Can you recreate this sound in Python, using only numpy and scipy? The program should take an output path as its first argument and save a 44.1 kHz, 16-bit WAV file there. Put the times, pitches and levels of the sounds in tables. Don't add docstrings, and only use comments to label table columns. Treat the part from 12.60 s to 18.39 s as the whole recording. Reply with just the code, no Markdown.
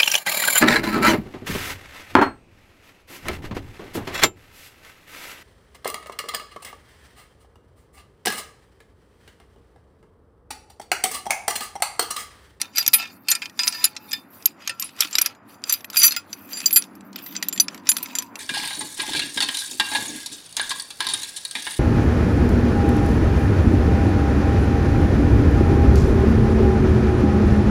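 import sys
import numpy as np
from scipy import signal
from scipy.fft import rfft, irfft, next_fast_len
from scipy.io import wavfile
from scipy.ndimage import uniform_filter1d, minimum_filter1d, map_coordinates

SR = 44100
rng = np.random.default_rng(int(sys.argv[2]) if len(sys.argv) > 2 else 0)


def store_wav(level_fs):
    pcm = np.round(np.clip(np.atleast_2d(level_fs), -1, 1) * 32767)
    wavfile.write(sys.argv[1], SR, pcm.T.astype(np.int16))


def invert_db(level):
    return 10 ** (np.asarray(level, dtype=float) / 20)


N = 255318

# mode_hz [Hz], level_db [dB]
BRACKET = [(850, -16), (990, -15), (1360, -8), (1785, -8), (2200, -8), (2440, -4), (2620, -4), (3610, -6),
           (3940, -12), (4380, -6)]
BOW = [(4770, -12), (4920, -1.5), (5500, -12), (5850, -9), (7100, -6)]
LINKS = [(8600, -14), (9000, -16), (9995, -2), (10360, -4), (10970, -6), (11470, -8), (12075, -8)]
PIN = [(12460, -6), (12680, -3), (13300, -18), (13690, -4), (15395, -7)]
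# mode_hz [Hz], level_db [dB]
FREE_BOW = [(4770, -1.5), (4920, -9), (5990, -1.5), (6915, -12), (7285, -4)]
FREE_LOW = [(1390, -6), (2530, -1.5), (4330, -9)]
FREE_LINKS = [(10010, -1), (10360, -3), (10970, -11), (11550, -12), (12075, -16)]

# start_s [s], bow_peak_db [dB], nearest_mode_hz [Hz], ring_t60_s [s],
# bracket_against_bow_db [dB]
PULL_HEAVY = [(0.0153, -10, 5780, 0.03, -7.5), (0.1719, -12.5, 4760, 0.031, -10),
              (0.1817, -5.5, 5900, 0.067, -10.5), (0.2635, -7.5, 5940, 0.019, -8),
              (0.2789, -9.5, 3530, 0.047, -6), (0.3359, -7.5, 2530, 0.067, 2.5),
              (0.6847, -10.5, 4930, 0.1, -2.5), (0.7144, -4, 7100, 0.058, -8.5),
              (0.7512, -14, 4920, 0.073, -7), (0.8193, -29, 2420, 0.19, 11),
              (0.857, -21, 2440, 0.036, -0.5), (0.9913, -13.5, 4930, 0.12, 1),
              (1.019, -27, 4930, 0.066, -2), (1.0333, -10.5, 4940, 0.12, -9.5),
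              (1.0714, -17.5, 4930, 0.05, 2), (1.0779, -2, 4940, 0.036, -13.5),
              (1.1243, -19.5, 5050, 0.11, -9.5), (1.2419, -3.5, 4930, 0.072, -9),
              (1.365, -22.5, 5600, 0.052, -0.5)]
LIFT_HEAVY = [(1.5174, -17.5, 7270, 0.016, -6), (1.532, -17.5, 4950, 0.11, 1),
              (1.8571, 5.5, 7100, 0.011, -25), (2.0753, -11, 5500, 0.033, -3),
              (2.0946, -27, 2600, 0.096, 13.5), (2.1974, -14.5, 7040, 0.017, -14),
              (2.2238, -15, 7150, 0.027, -9.5), (2.4058, -2, 5480, 0.033, -8),
              (2.5289, -18.5, 7390, 0.13, -14.5), (2.5541, -3, 3890, 0.016, -8),
              (2.584, -2, 5900, 0.033, -5), (2.614, -10, 5940, 0.038, -3.5),
              (2.6602, -8.5, 4860, 0.039, -8)]
THREAD_HEAVY = [(3.039, -14.5, 5050, 0.02, -6.5), (3.0949, -10.5, 6000, 0.093, -9.5),
                (3.1244, -11, 7290, 0.05, -13), (3.139, -12.5, 4920, 0.052, -14),
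                (3.3686, -6, 4750, 0.11, -7.5), (3.386, -22.5, 4740, 0.1, -15),
                (3.399, -9, 4760, 0.21, -29), (3.418, -6.5, 5980, 0.2, -28), (3.433, -4, 5950, 0.092, -22),
                (3.4364, 2.5, 5990, 0.13, -11.5), (3.48, -5, 5990, 0.042, -12.5),
                (3.5084, -20, 4930, 0.096, -14), (3.5216, -13.5, 4970, 0.041, -4.5),
                (3.5641, -12.5, 4850, 0.092, -4.5), (3.7293, -17, 5900, 0.04, -11),
                (3.932, -17.5, 4790, 0.27, -14), (3.971, -23.5, 4760, 0.24, -7),
                (4.0596, 3, 4770, 0.057, -34), (4.1599, 2, 7270, 0.073, -13.5),
                (4.128, -17.5, 7290, 0.19, -12), (4.167, -26, 2580, 0.098, 7.5),
                (4.223, -19, 5670, 0.017, -7)]
SCREW_HEAVY = [(4.559, -23.5, 4980, 0.032, 0), (4.7528, -28, 2540, 0.084, 3.5),
               (4.765, -12, 6020, 0.05, -29), (4.8264, -14, 3300, 0.034, 1.5),
               (4.8854, -14.5, 7330, 0.046, -14), (4.9269, -16.5, 7320, 0.045, -11),
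               (4.977, -17, 7320, 0.042, -5.5), (4.9993, 8, 6010, 0.039, -24),
               (5.083, -13.5, 5400, 0.025, -5.5), (5.2706, -21.5, 5400, 0.055, -0.5),
               (5.29, -5.5, 6900, 0.05, -6.5), (5.317, -6, 7310, 0.025, -8),
               (5.3673, -12, 5780, 0.028, -6.5), (5.5526, -11, 7290, 0.071, -11),
               (5.586, -9, 7310, 0.041, -17)]
# start_s [s], links_peak_db [dB], nearest_mode_hz [Hz], ring_t60_s [s],
# pin_against_links_db [dB]
PULL_LIGHT = [(0.0162, -15, 9350, 0.015, -7), (0.1585, -34, 12400, 0.11, 8), (0.181, -21, 12400, 0.13, 7.5),
              (0.264, -23, 10100, 0.028, 3), (0.2778, -16, 12500, 0.029, 16.5),
              (0.3361, -5, 12100, 0.13, -11.5), (0.3365, 1, 11470, 0.039, -16.5),
              (0.338, -4.5, 10970, 0.1, -20), (0.6854, -18, 8610, 0.1, -3),
              (0.7025, -17.5, 12400, 0.094, 7.5), (0.7151, -13.5, 8620, 0.063, -6),
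              (0.752, -17.5, 8600, 0.039, -25), (0.9922, -28.5, 8610, 0.21, -14.5),
              (1.0716, -20, 13700, 0.09, 1.5), (1.08, -13.5, 9970, 0.055, -27),
              (1.2421, -2.5, 10000, 0.048, -6), (1.2524, -14, 12700, 0.032, 8.5)]
LIFT_LIGHT = [(1.5295, -35.5, 12800, 0.058, 16), (1.8574, -10.5, 12600, 0.038, 15),
              (2.075, -24.5, 11600, 0.031, -20), (2.095, -20.5, 8980, 0.041, -28),
              (2.1982, -39, 12500, 0.13, 22), (2.2238, -18, 8470, 0.025, -20),
              (2.243, -23, 10900, 0.12, -38.5), (2.406, -12.5, 11600, 0.043, -3),
              (2.553, -20.5, 11600, 0.058, -4), (2.5848, -15, 11600, 0.055, -0.5),
              (2.6167, -6, 10100, 0.034, 2.5), (2.6605, -20.5, 10400, 0.044, 7.5)]
THREAD_LIGHT = [(3.0978, -11, 10000, 0.025, -6.5), (3.1246, -19.5, 12500, 0.1, 11.5),
                (3.372, -13.5, 12700, 0.1, 4.5), (3.3886, -11.5, 10400, 0.13, -24.5),
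                (3.4303, -8, 9980, 0.23, -0.5), (3.4459, -11.5, 9990, 0.12, -0.5),
                (3.4661, -15, 12700, 0.065, 10.5), (3.483, -18.5, 11550, 0.11, -16.5),
                (3.564, -27.5, 15395, 0.11, 5.5), (3.7292, -40, 12600, 0.1, 5),
                (3.5193, -31.5, 12700, 0.07, 10), (3.924, -41, 12600, 0.078, 14),
                (3.9738, -26, 10000, 0.21, -21.5), (4.0615, -25.5, 13700, 0.082, 12),
                (4.1087, -21, 10900, 0.13, -11), (4.128, -19, 12500, 0.21, 11),
                (4.1599, -9.5, 12550, 0.081, 14.5), (4.1705, -8, 12700, 0.085, 4.5)]
SCREW_LIGHT = [(4.5615, -50, 12800, 0.025, 29.5), (4.8265, -25.5, 12100, 0.089, -4),
               (4.8853, -21, 12160, 0.034, 12), (4.9271, -31.5, 10500, 0.26, 3.5),
               (4.999, -8.5, 11000, 0.098, -1.5), (5.2926, -21, 10010, 0.1, -4),
               (5.291, -4.5, 10970, 0.1, -23), (5.294, -11, 12075, 0.11, -21),
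               (5.3684, -18, 10100, 0.059, -2.5), (5.4277, -28, 13700, 0.054, 10.5),
               (5.553, -25, 10400, 0.07, 0.5), (5.586, -22, 11600, 0.054, -2)]
# start_s [s], peak_db [dB], nearest_mode_hz [Hz],
# links_and_pin_against_it_db [dB]
TAPS = [(0.151, -30, 2500, -23), (0.2278, -21, 2700, -9), (0.474, -37, 2850, -25),
        (0.897, -30.5, 1860, -17), (1.511, -25, 7400, -19), (2.4485, -21.5, 6130, -26),
        (3.072, -34, 2320, -22), (3.245, -22, 2520, -7), (3.3008, -23, 4900, -7), (3.3594, -15, 4770, -14),
        (4.003, -17, 6050, -19), (4.3525, -40, 7300, -2), (4.4084, -37.5, 2660, -34),
        (4.53, -34.5, 4330, -39), (4.588, -28.5, 5270, -11), (5.1454, -24.5, 2240, -12),
        (5.4296, -22.5, 6090, 2.5), (5.623, -23, 4980, -6), (5.756, -21.5, 2710, -17),
        (0.158, -23.5, 4770, -18), (0.333, -10.5, 5900, -8), (0.384, -23, 5850, -15),
        (0.9753, -38, 4940, -4), (1.3526, -39, 1950, -17), (1.8245, -31.5, 4870, -21),
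        (1.877, -33, 3700, -20), (2.2923, -32, 2990, -23), (2.364, -37, 2760, -20), (2.391, -27, 3750, -17),
        (2.445, -25, 3800, -18), (2.4723, -27, 6160, -20), (2.5102, -31, 4990, -1),
        (3.0194, -45, 2540, -30), (3.207, -32.5, 2510, -7), (3.3326, -25, 1520, -19),
        (3.8904, -40, 1810, -9), (4.016, -25, 7280, -20), (4.0415, -37, 6000, -8), (4.0807, -23, 4770, -6),
        (4.108, -17.5, 4300, -15), (4.239, -29, 3600, -24), (2.75, -40, 6900, -20),
        (4.6633, -27.5, 2040, -14), (4.726, -32, 3000, -15), (4.9615, -26, 1870, -22),
        (5.1773, -32, 1840, -19), (5.2573, -42, 2020, -8), (5.384, -20.5, 6000, -9),
        (5.459, -21, 4990, -23)]
# start_s [s], peak_db [dB], mode_hz [Hz], ring_t60_s
# [s]
RINGS = [(0.0153, -13, 9450, 0.026), (4.9264, -28, 7320, 0.15), (0.1847, -13, 11500, 0.022),
         (0.2781, -12, 6420, 0.021), (0.3333, -23, 3905, 0.049), (0.3433, -20.5, 2466, 0.078),
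         (1.5315, -26.5, 3580, 0.18), (0.6874, -16.5, 4370, 0.062), (0.7091, -16.5, 6020, 0.034),
         (0.7155, -16, 9500, 0.027), (0.7165, -21, 7100, 0.07), (0.7209, -15, 4220, 0.028),
         (0.9918, -10.5, 4937, 0.11), (1.0781, -14.5, 5960, 0.024), (0.392, -28, 4930, 0.18),
         (1.2405, -12, 4040, 0.052), (1.5315, -17, 5000, 0.07), (1.2442, -6, 10360, 0.036),
         (1.2535, -14.5, 7100, 0.04), (2.4061, -13, 8800, 0.021), (2.4076, -14, 11640, 0.032),
         (2.5528, -14, 3840, 0.037), (5.586, -22.5, 6000, 0.076), (4.0595, -20.5, 15420, 0.15),
         (1.5315, -26.5, 1787, 0.08), (3.0955, -9.5, 6260, 0.014), (3.3767, -15.5, 13520, 0.2),
         (3.3896, -11, 11600, 0.049), (3.4041, -23.5, 12470, 0.043), (3.4363, -16, 15620, 0.1),
         (3.4372, -5.5, 4700, 0.085), (3.4449, -11.5, 13680, 0.142), (3.4449, -10.5, 10180, 0.052),
         (3.4559, -7, 10340, 0.026), (3.4668, -19, 6980, 0.073), (3.4676, -14.5, 12700, 0.048),
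         (3.5084, -20.5, 4300, 0.096), (4.0585, -10, 7310, 0.06), (4.1606, -12, 10365, 0.12),
         (5.0058, -20, 13740, 0.082), (5.2901, -19.5, 13900, 0.035), (5.2903, -12, 5940, 0.027),
         (5.2935, -18, 7320, 0.1), (5.2966, -18, 10010, 0.072), (2.096, -38, 4920, 0.09)]

# start_s [s], length_s [s], bracket_db [dB], links_and_pin_against_it_db [dB]
STROKES = [(0, 0.0029, -35.5, -10.5), (0.184, 0.013, -30, -11.5), (0.294, 0.0098, -61, 7),
           (0.359, 0.067, -33, -27.5), (0.51, 0.05, -75.5, 11.5), (0.715, 0.011, -31.5, -13),
           (0.822, 0.037, -54.5, -1), (1.004, 0.065, -39.5, -5), (1.142, 0.12, -36, -10.5),
           (1.387, 0.059, -64.5, -9), (1.494, 0.082, -51, 0.5), (1.736, 0.15, -60.5, 5),
           (2.021, 0.054, -46, -15.5), (2.147, 0.031, -69.5, 5), (2.26, .1, -77, 4),
           (2.215, 0.037, -42, -19.5), (2.417, 0.011, -31.5, -5), (2.532, 0.13, -41.5, -9.5),
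           (2.895, 0.043, -58, 0), (3.091, 0.031, -37.5, 1), (3.351, 0.082, -34, -5),
           (3.473, 0.1, -40.5, -18.5), (3.705, 0.02, -55, 2), (3.778, 0.077, -63.5, -0.5),
           (3.915, 0.28, -46, 0), (4.288, 0.19, -70, -3.5), (4.572, 0.2, -51, -10.5),
           (4.838, 0.12, -51.5, -35.5), (5.108, 0.067, -53, -10.5), (5.277, 0.34, -47.5, -6.5),
           (5.77, .05, -57, 1.5)]
# start_s [s], length_s [s], level_db [dB]
PIN_STROKES = [
    (0.463, 0.15, -61.5),
    (1.417, 0.06, -57.5),
    (1.705, 0.083, -58),
    (3.79, 0.072, -51),
    (4.45, .07, -65),
    (4.626, 0.11, -44),
    (5.65, 0.029, -61),
]
# start_s [s], length_s [s], mode_hz [Hz], level_db [dB]
SINGING = [
    (1.145, .085, 4920, -33),
    (3.933, .06, 7280, -35),
    (1.25, .3, 850, -56),
    (1.18, .06, 990, -42),
    (1.015, .085, 990, -42),
    (1.15, .08, 1785, -46),
    (0.16, .06, 4840, -23),
]
# start_s [s], peak_db [dB], mode_hz
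# [Hz], t60_s [s]
THUDS = [(0.275, -36.5, 127, 0.083), (1.579, -37.5, 254, 0.073), (2.1, -39, 535, 0.067),
         (2.223, -30.5, 1086, 0.054), (2.406, -30.5, 420, 0.028), (2.45, -32, 300, 0.054),
         (2.585, -32, 330, 0.041), (2.7, -39.5, 1330, 0.099), (0.992, -33, 975, 0.054),
         (2.098, -38, 1360, 0.33), (3.567, -25, 1400, 0.085)]

# start_s [s], length_s [s], pitch_hz [Hz], level_db [dB], wavering_pace [ratio]
FAR_TONES = [
    (4.186, 0.93, 192.7, -50, .2),
    (4.396, 1.35, 277.1, -51.5, 0.16),
]
# time_s [s], rumble_db [dB], tyre_hiss_db [dB]
TRAFFIC = [
    (0, -54.5, -58),
    (3.4, -54, -52.5),
    (3.8, -48.5, -52),
    (4.55, -46.5, -51),
    (5.2, -46.5, -51),
    (5.79, -49.5, -49.5),
]
# frequency_hz [Hz], density_db [dB per Hz]
RUMBLE = [(30, -42), (70, -21.5), (95, -5), (150, -12), (195, -2.5), (290, -0.5), (390, -13), (1100, -90)]
TYRES = [(200, -32.5), (350, 4.5), (1200, 6), (1600, 2), (2500, -8), (5000, -46.5), (16000, -47.5)]

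SEATED_HEAVY, FREE_HEAVY = PULL_HEAVY + LIFT_HEAVY, THREAD_HEAVY + SCREW_HEAVY
SEATED_LIGHT, FREE_LIGHT = PULL_LIGHT + LIFT_LIGHT, THREAD_LIGHT + SCREW_LIGHT
COVERED_S, LIFTED_S, FREED_S = 1.7, 2.15, 2.9
BRACKET_OUTLASTS, PIN_OUTLASTS = 1, 0.69
PLATE_CRACK_S = 0.07
PLATE_CHATTER, STEEL_CHATTER = 0.25, 0.17


def unit(x):
    return x / np.sqrt(np.mean(x ** 2) + 1e-20)


def filtered(x, response):
    m = next_fast_len(len(x) + 8192)
    return irfft(rfft(x, m) * response(np.fft.rfftfreq(m, 1 / SR)), m)[:len(x)]


def band(x, lo_hz, hi_hz):
    return signal.sosfilt(signal.butter(2, [lo_hz, hi_hz], "band", fs=SR, output="sos"), x)


def wobble(rate):
    coarse = np.arange(0, N + 16, 16)
    knots = rng.standard_normal(int(N * rate / SR) + 4)
    return np.interp(np.arange(N), coarse, map_coordinates(knots, [coarse * rate / SR]))


def shared(hits, own, other, outlasts):
    def strongest(modes):
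        return max(modes, key=lambda mode: mode[1])[0]

    def gap(hz, modes):
        return min(abs(hz - mode[0]) for mode in modes)

    first, second = [], []
    for s, db, hz, t60, other_db in hits:
        on_own = gap(hz, own) < gap(hz, other)
        first.append((s, db, hz if on_own else strongest(own), t60))
        second.append((s, db + other_db, strongest(other) if on_own else hz, t60 * outlasts))
    return first, second


def struck(hits, modes, lo_hz, focus_db, crack_db, crack_t60, chatter):
    out, longest = np.zeros(N + SR), SR // 6
    mode_hz, mode_db = np.transpose(modes)
    mode_life = np.clip(3000 / mode_hz, 1.1, 2.5)
    luck = rng.standard_normal((len(hits), len(modes)))
    knots = rng.standard_normal((len(hits), 2, len(modes), longest // 128 + 2))
    white = rfft(rng.standard_normal((len(hits), longest)))
    log_size = np.log(abs(white))
    uneven = uniform_filter1d(log_size, size=14, axis=1)[::-1] - log_size.mean()
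    crowd = invert_db(7 * unit(uneven))
    grit = band(irfft(white * crowd, longest), lo_hz, mode_hz[-1])
    grit /= grit.std(1, keepdims=True)
    for (s, db, near_hz, t60), chance, jolt, noise in zip(hits, luck, knots, grit):
        hz, level = mode_hz.copy(), mode_db + 3 * chance - focus_db
        nearest = np.argmin(abs(mode_hz - near_hz))
        level[nearest] = 0
        if abs(near_hz / hz[nearest] - 1) > 0.04:
            hz[nearest] = near_hz
        lives = np.clip(t60 * mode_life, 0.008, 0.2)[:, None]
        sample = np.arange(min(longest, int(lives.max() * SR)))
        t, step, part = sample / SR, sample // 128, sample % 128 / 128
        size, turn = chatter * (jolt[..., step] * (1 - part) + jolt[..., step + 1] * part)
        decay = invert_db(level[:, None] - 60 * t / lives)
        ring = decay * (1 + size) * np.sin(2 * np.pi * hz[:, None] * t + turn)
        crack = invert_db(crack_db - 60 * t / np.minimum(crack_t60, t60)) * noise[sample]
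        blow = ring.sum(0) + crack
        blow *= (1 - np.exp(-t / 0.0001)) * (1 - t / t[-1])
        out[round(s * SR):][:len(t)] += invert_db(db) * blow / abs(blow).max()
    return out[:N]


def taps():
    low = [(s, db, hz, 0.035) for s, db, hz, _ in TAPS]
    high = [(s, db + light_db, PIN[1][0], 0.06) for s, db, _, light_db in TAPS]
    heavy = struck(low, FREE_LOW + FREE_BOW, 1500, focus_db=7, crack_db=6, crack_t60=0.022, chatter=0.5)
    light = struck(high, FREE_LINKS + PIN, 8000, focus_db=12.5, crack_db=-6.5, crack_t60=0.021, chatter=0.53)
    return heavy + light


def knocks():
    seated_bow, seated_low = shared(SEATED_HEAVY, BOW, BRACKET, BRACKET_OUTLASTS)
    free_bow, free_low = shared(FREE_HEAVY, FREE_BOW, FREE_LOW, BRACKET_OUTLASTS)
    link_hits, pin_hits = shared(SEATED_LIGHT + FREE_LIGHT, LINKS, PIN, PIN_OUTLASTS)
    seated_links, free_links = link_hits[:len(SEATED_LIGHT)], link_hits[len(SEATED_LIGHT):]
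    plate_like = dict(crack_t60=PLATE_CRACK_S, chatter=PLATE_CHATTER)
    bracket = struck(seated_low, BRACKET, 1695, focus_db=6, crack_db=6, **plate_like)
    bracket += struck(free_low, FREE_LOW, 1470, focus_db=4.5, crack_db=7.5, **plate_like)
    bow = struck(seated_bow, BOW, 4230, focus_db=12.5, crack_db=0.5, crack_t60=0.035, chatter=STEEL_CHATTER)
    bow += struck(free_bow, FREE_BOW, 3600, focus_db=6, crack_db=3, crack_t60=0.006, chatter=STEEL_CHATTER)
    links = struck(seated_links, LINKS, 9000, focus_db=17, crack_db=-10, crack_t60=0.12,
                   chatter=STEEL_CHATTER)
    links += struck(free_links, FREE_LINKS, 10850, focus_db=10, crack_db=-9, crack_t60=0.05,
                    chatter=STEEL_CHATTER)
    pin = struck(pin_hits, PIN, 9200, focus_db=12, crack_db=-17.5, crack_t60=0.056, chatter=STEEL_CHATTER)
    return band(bracket + bow + links + pin + taps(), 500, 19000)


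def single_modes():
    any_mode = [(16300, 0)]
    return struck(RINGS, any_mode, 2000, focus_db=0, crack_db=-20, crack_t60=0.01, chatter=STEEL_CHATTER)


def rubbed(modes, dull_db, width_hz=24):
    catches = invert_db(6) * (rng.random(N) < 200 / SR)
    slips = rng.standard_normal(N) * (1 + catches) * invert_db(3.5 * wobble(250) + 2 * wobble(30))

    def steel(f):
        return sum(invert_db(db) * 1j * f * width_hz / (c * c - f * f + 1j * f * width_hz) for c, db in modes)

    dull = unit(band(slips, modes[0][0], modes[-1][0]))
    return unit(unit(filtered(slips, steel)) + invert_db(dull_db) * dull)


def swell(start, length, db):
    rise_db_per_s, fall_db_per_s = 506, 269
    t = np.arange(0, N + 64, 64) / SR
    start, length, db = start[:, None], length[:, None], db[:, None]
    before, after = np.maximum(start - t, 0), np.maximum(t - start - length, 0)
    gain = invert_db(db - rise_db_per_s * before - fall_db_per_s * after)
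    return np.interp(np.arange(N) / SR, t, gain.sum(0))


def skid(hits):
    skid_db, fall_db_per_s = -40.5, 499.5
    kicks = np.zeros(N)
    for s, db, *_ in hits:
        kicks[round(s * SR)] = invert_db(db + skid_db)
    return signal.lfilter([1], [1, -invert_db(-fall_db_per_s / SR)], kicks)


def shifting(x):
    z = signal.stft(x, nperseg=256)[2]
    field = uniform_filter1d(rng.standard_normal(z.shape), 3, 0)
    field = uniform_filter1d(field, 16, 1)
    return signal.istft(z * invert_db(3 * unit(field)), nperseg=256)[1][:N]


def scrape():
    start, length, db, light_db = np.transpose(STROKES)
    heavy_skid = skid(SEATED_HEAVY + FREE_HEAVY)
    light_skid = skid(SEATED_LIGHT + FREE_LIGHT)
    seated = np.arange(N) < FREED_S * SR
    bare = np.arange(N) < COVERED_S * SR
    bracket = np.where(bare, rubbed(BRACKET, dull_db=-7, width_hz=32),
                       rubbed(FREE_LOW, dull_db=6, width_hz=110))
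    bow = np.where(seated, rubbed(BOW, dull_db=-10), rubbed(FREE_BOW, dull_db=-13))
    light = np.where(seated, rubbed(LINKS + PIN, dull_db=-7), rubbed(FREE_LINKS + PIN, dull_db=-8))
    pin = swell(*np.transpose(PIN_STROKES)) * rubbed(PIN, dull_db=-17.5, width_hz=98)
    bracket_gain = swell(start, length, db) + heavy_skid
    bow_gain = swell(start, length, db - 4.5 + 0.29 * light_db) + heavy_skid
    light_gain = swell(start, length, db + light_db) + light_skid
    return shifting(bracket_gain * bracket + bow_gain * bow + light_gain * light + pin)


def held_tones(rows):
    t, out = np.arange(N) / SR, np.zeros(N)
    for start, length, hz, db, pace in rows:
        held = uniform_filter1d(1.0 * ((t > start) & (t < start + length)), size=300)
        gain = held * invert_db(db + 2.5 * wobble(80 * pace))
        out += gain * np.sin(2 * np.pi * hz * t + 0.7 * wobble(150 * pace))
    return out


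def singing():
    return held_tones([(*row, 1 if row[2] > 4000 else 0.15) for row in SINGING])


def plate():
    kicks = np.zeros(N)
    for s, db, _, _, bracket_db in SEATED_HEAVY:
        kicks[round(s * SR)] = invert_db(db + bracket_db) * (s < LIFTED_S)
    low = [BRACKET[k][0] for k in (0, 1, 2, 3, 5)]
    width_hz = 9

    def hum(f):
        return sum(1j * f / (c * c - f * f + 1j * f * width_hz) for c in low)

    return invert_db(-60.5) * SR * filtered(kicks, hum)


def thuds():
    out, t = np.zeros(N + SR), np.arange(SR // 5) / SR
    for s, db, hz, t60 in THUDS:
        envelope = invert_db(db - 60 * t / t60) * (1 - np.exp(-t / 0.002))
        out[round(s * SR):][:len(t)] += envelope * np.sin(2 * np.pi * hz * t)
    return out[:N]


def far_engines():
    return held_tones(FAR_TONES)


def tyre_whine():
    pitch_hz, peak_s, peak_db, slope_db_per_s = 983, 5.55, -48.5, 18
    whine = unit(band(rng.standard_normal(N), pitch_hz - 55, pitch_hz + 55))
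    return whine * invert_db(peak_db - slope_db_per_s * abs(np.arange(N) / SR - peak_s))


def traffic():
    drone_db, drone_top_hz = -63.5, 152
    time_s, *levels = np.transpose(TRAFFIC)
    rumble_db, hiss_db = [np.interp(np.arange(N) / SR, time_s, level) for level in levels]

    def colour(points, f):
        hz, db = np.transpose(points)
        return invert_db(np.interp(np.log(f + 1), np.log(hz), db))

    drone = unit(filtered(rng.standard_normal(N), lambda f: colour(RUMBLE, f) * (f < drone_top_hz)))
    rumble = unit(filtered(rng.standard_normal(N), lambda f: colour(RUMBLE, f) * (f >= drone_top_hz)))
    hiss = unit(filtered(rng.standard_normal(N), lambda f: colour(TYRES, f)))
    rumble *= invert_db(rumble_db + 1.5 * wobble(11))
    hiss *= invert_db(hiss_db + 2.2 * wobble(15))
    return invert_db(drone_db) * drone + rumble + hiss


def scene():
    steel = knocks() + single_modes() + scrape() + singing() + plate() + thuds()
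    road = far_engines() + tyre_whine() + traffic()
    return (steel + road)[None]


def roll_off(x):
    return signal.sosfilt(signal.butter(12, 16810, fs=SR, output="sos"), x)


def record(dry):
    x = filtered(dry[0], lambda f: np.clip((16550 - f) / 900, 0.03, 1))
    gain = minimum_filter1d(1 / np.maximum(abs(x), 1), size=65)
    limited = x * uniform_filter1d(gain, size=33)
    mix = filtered(limited, lambda f: np.clip(f / 80, 0, 1))
    return roll_off(mix[None])


dry = scene()
out = record(dry)
store_wav(out)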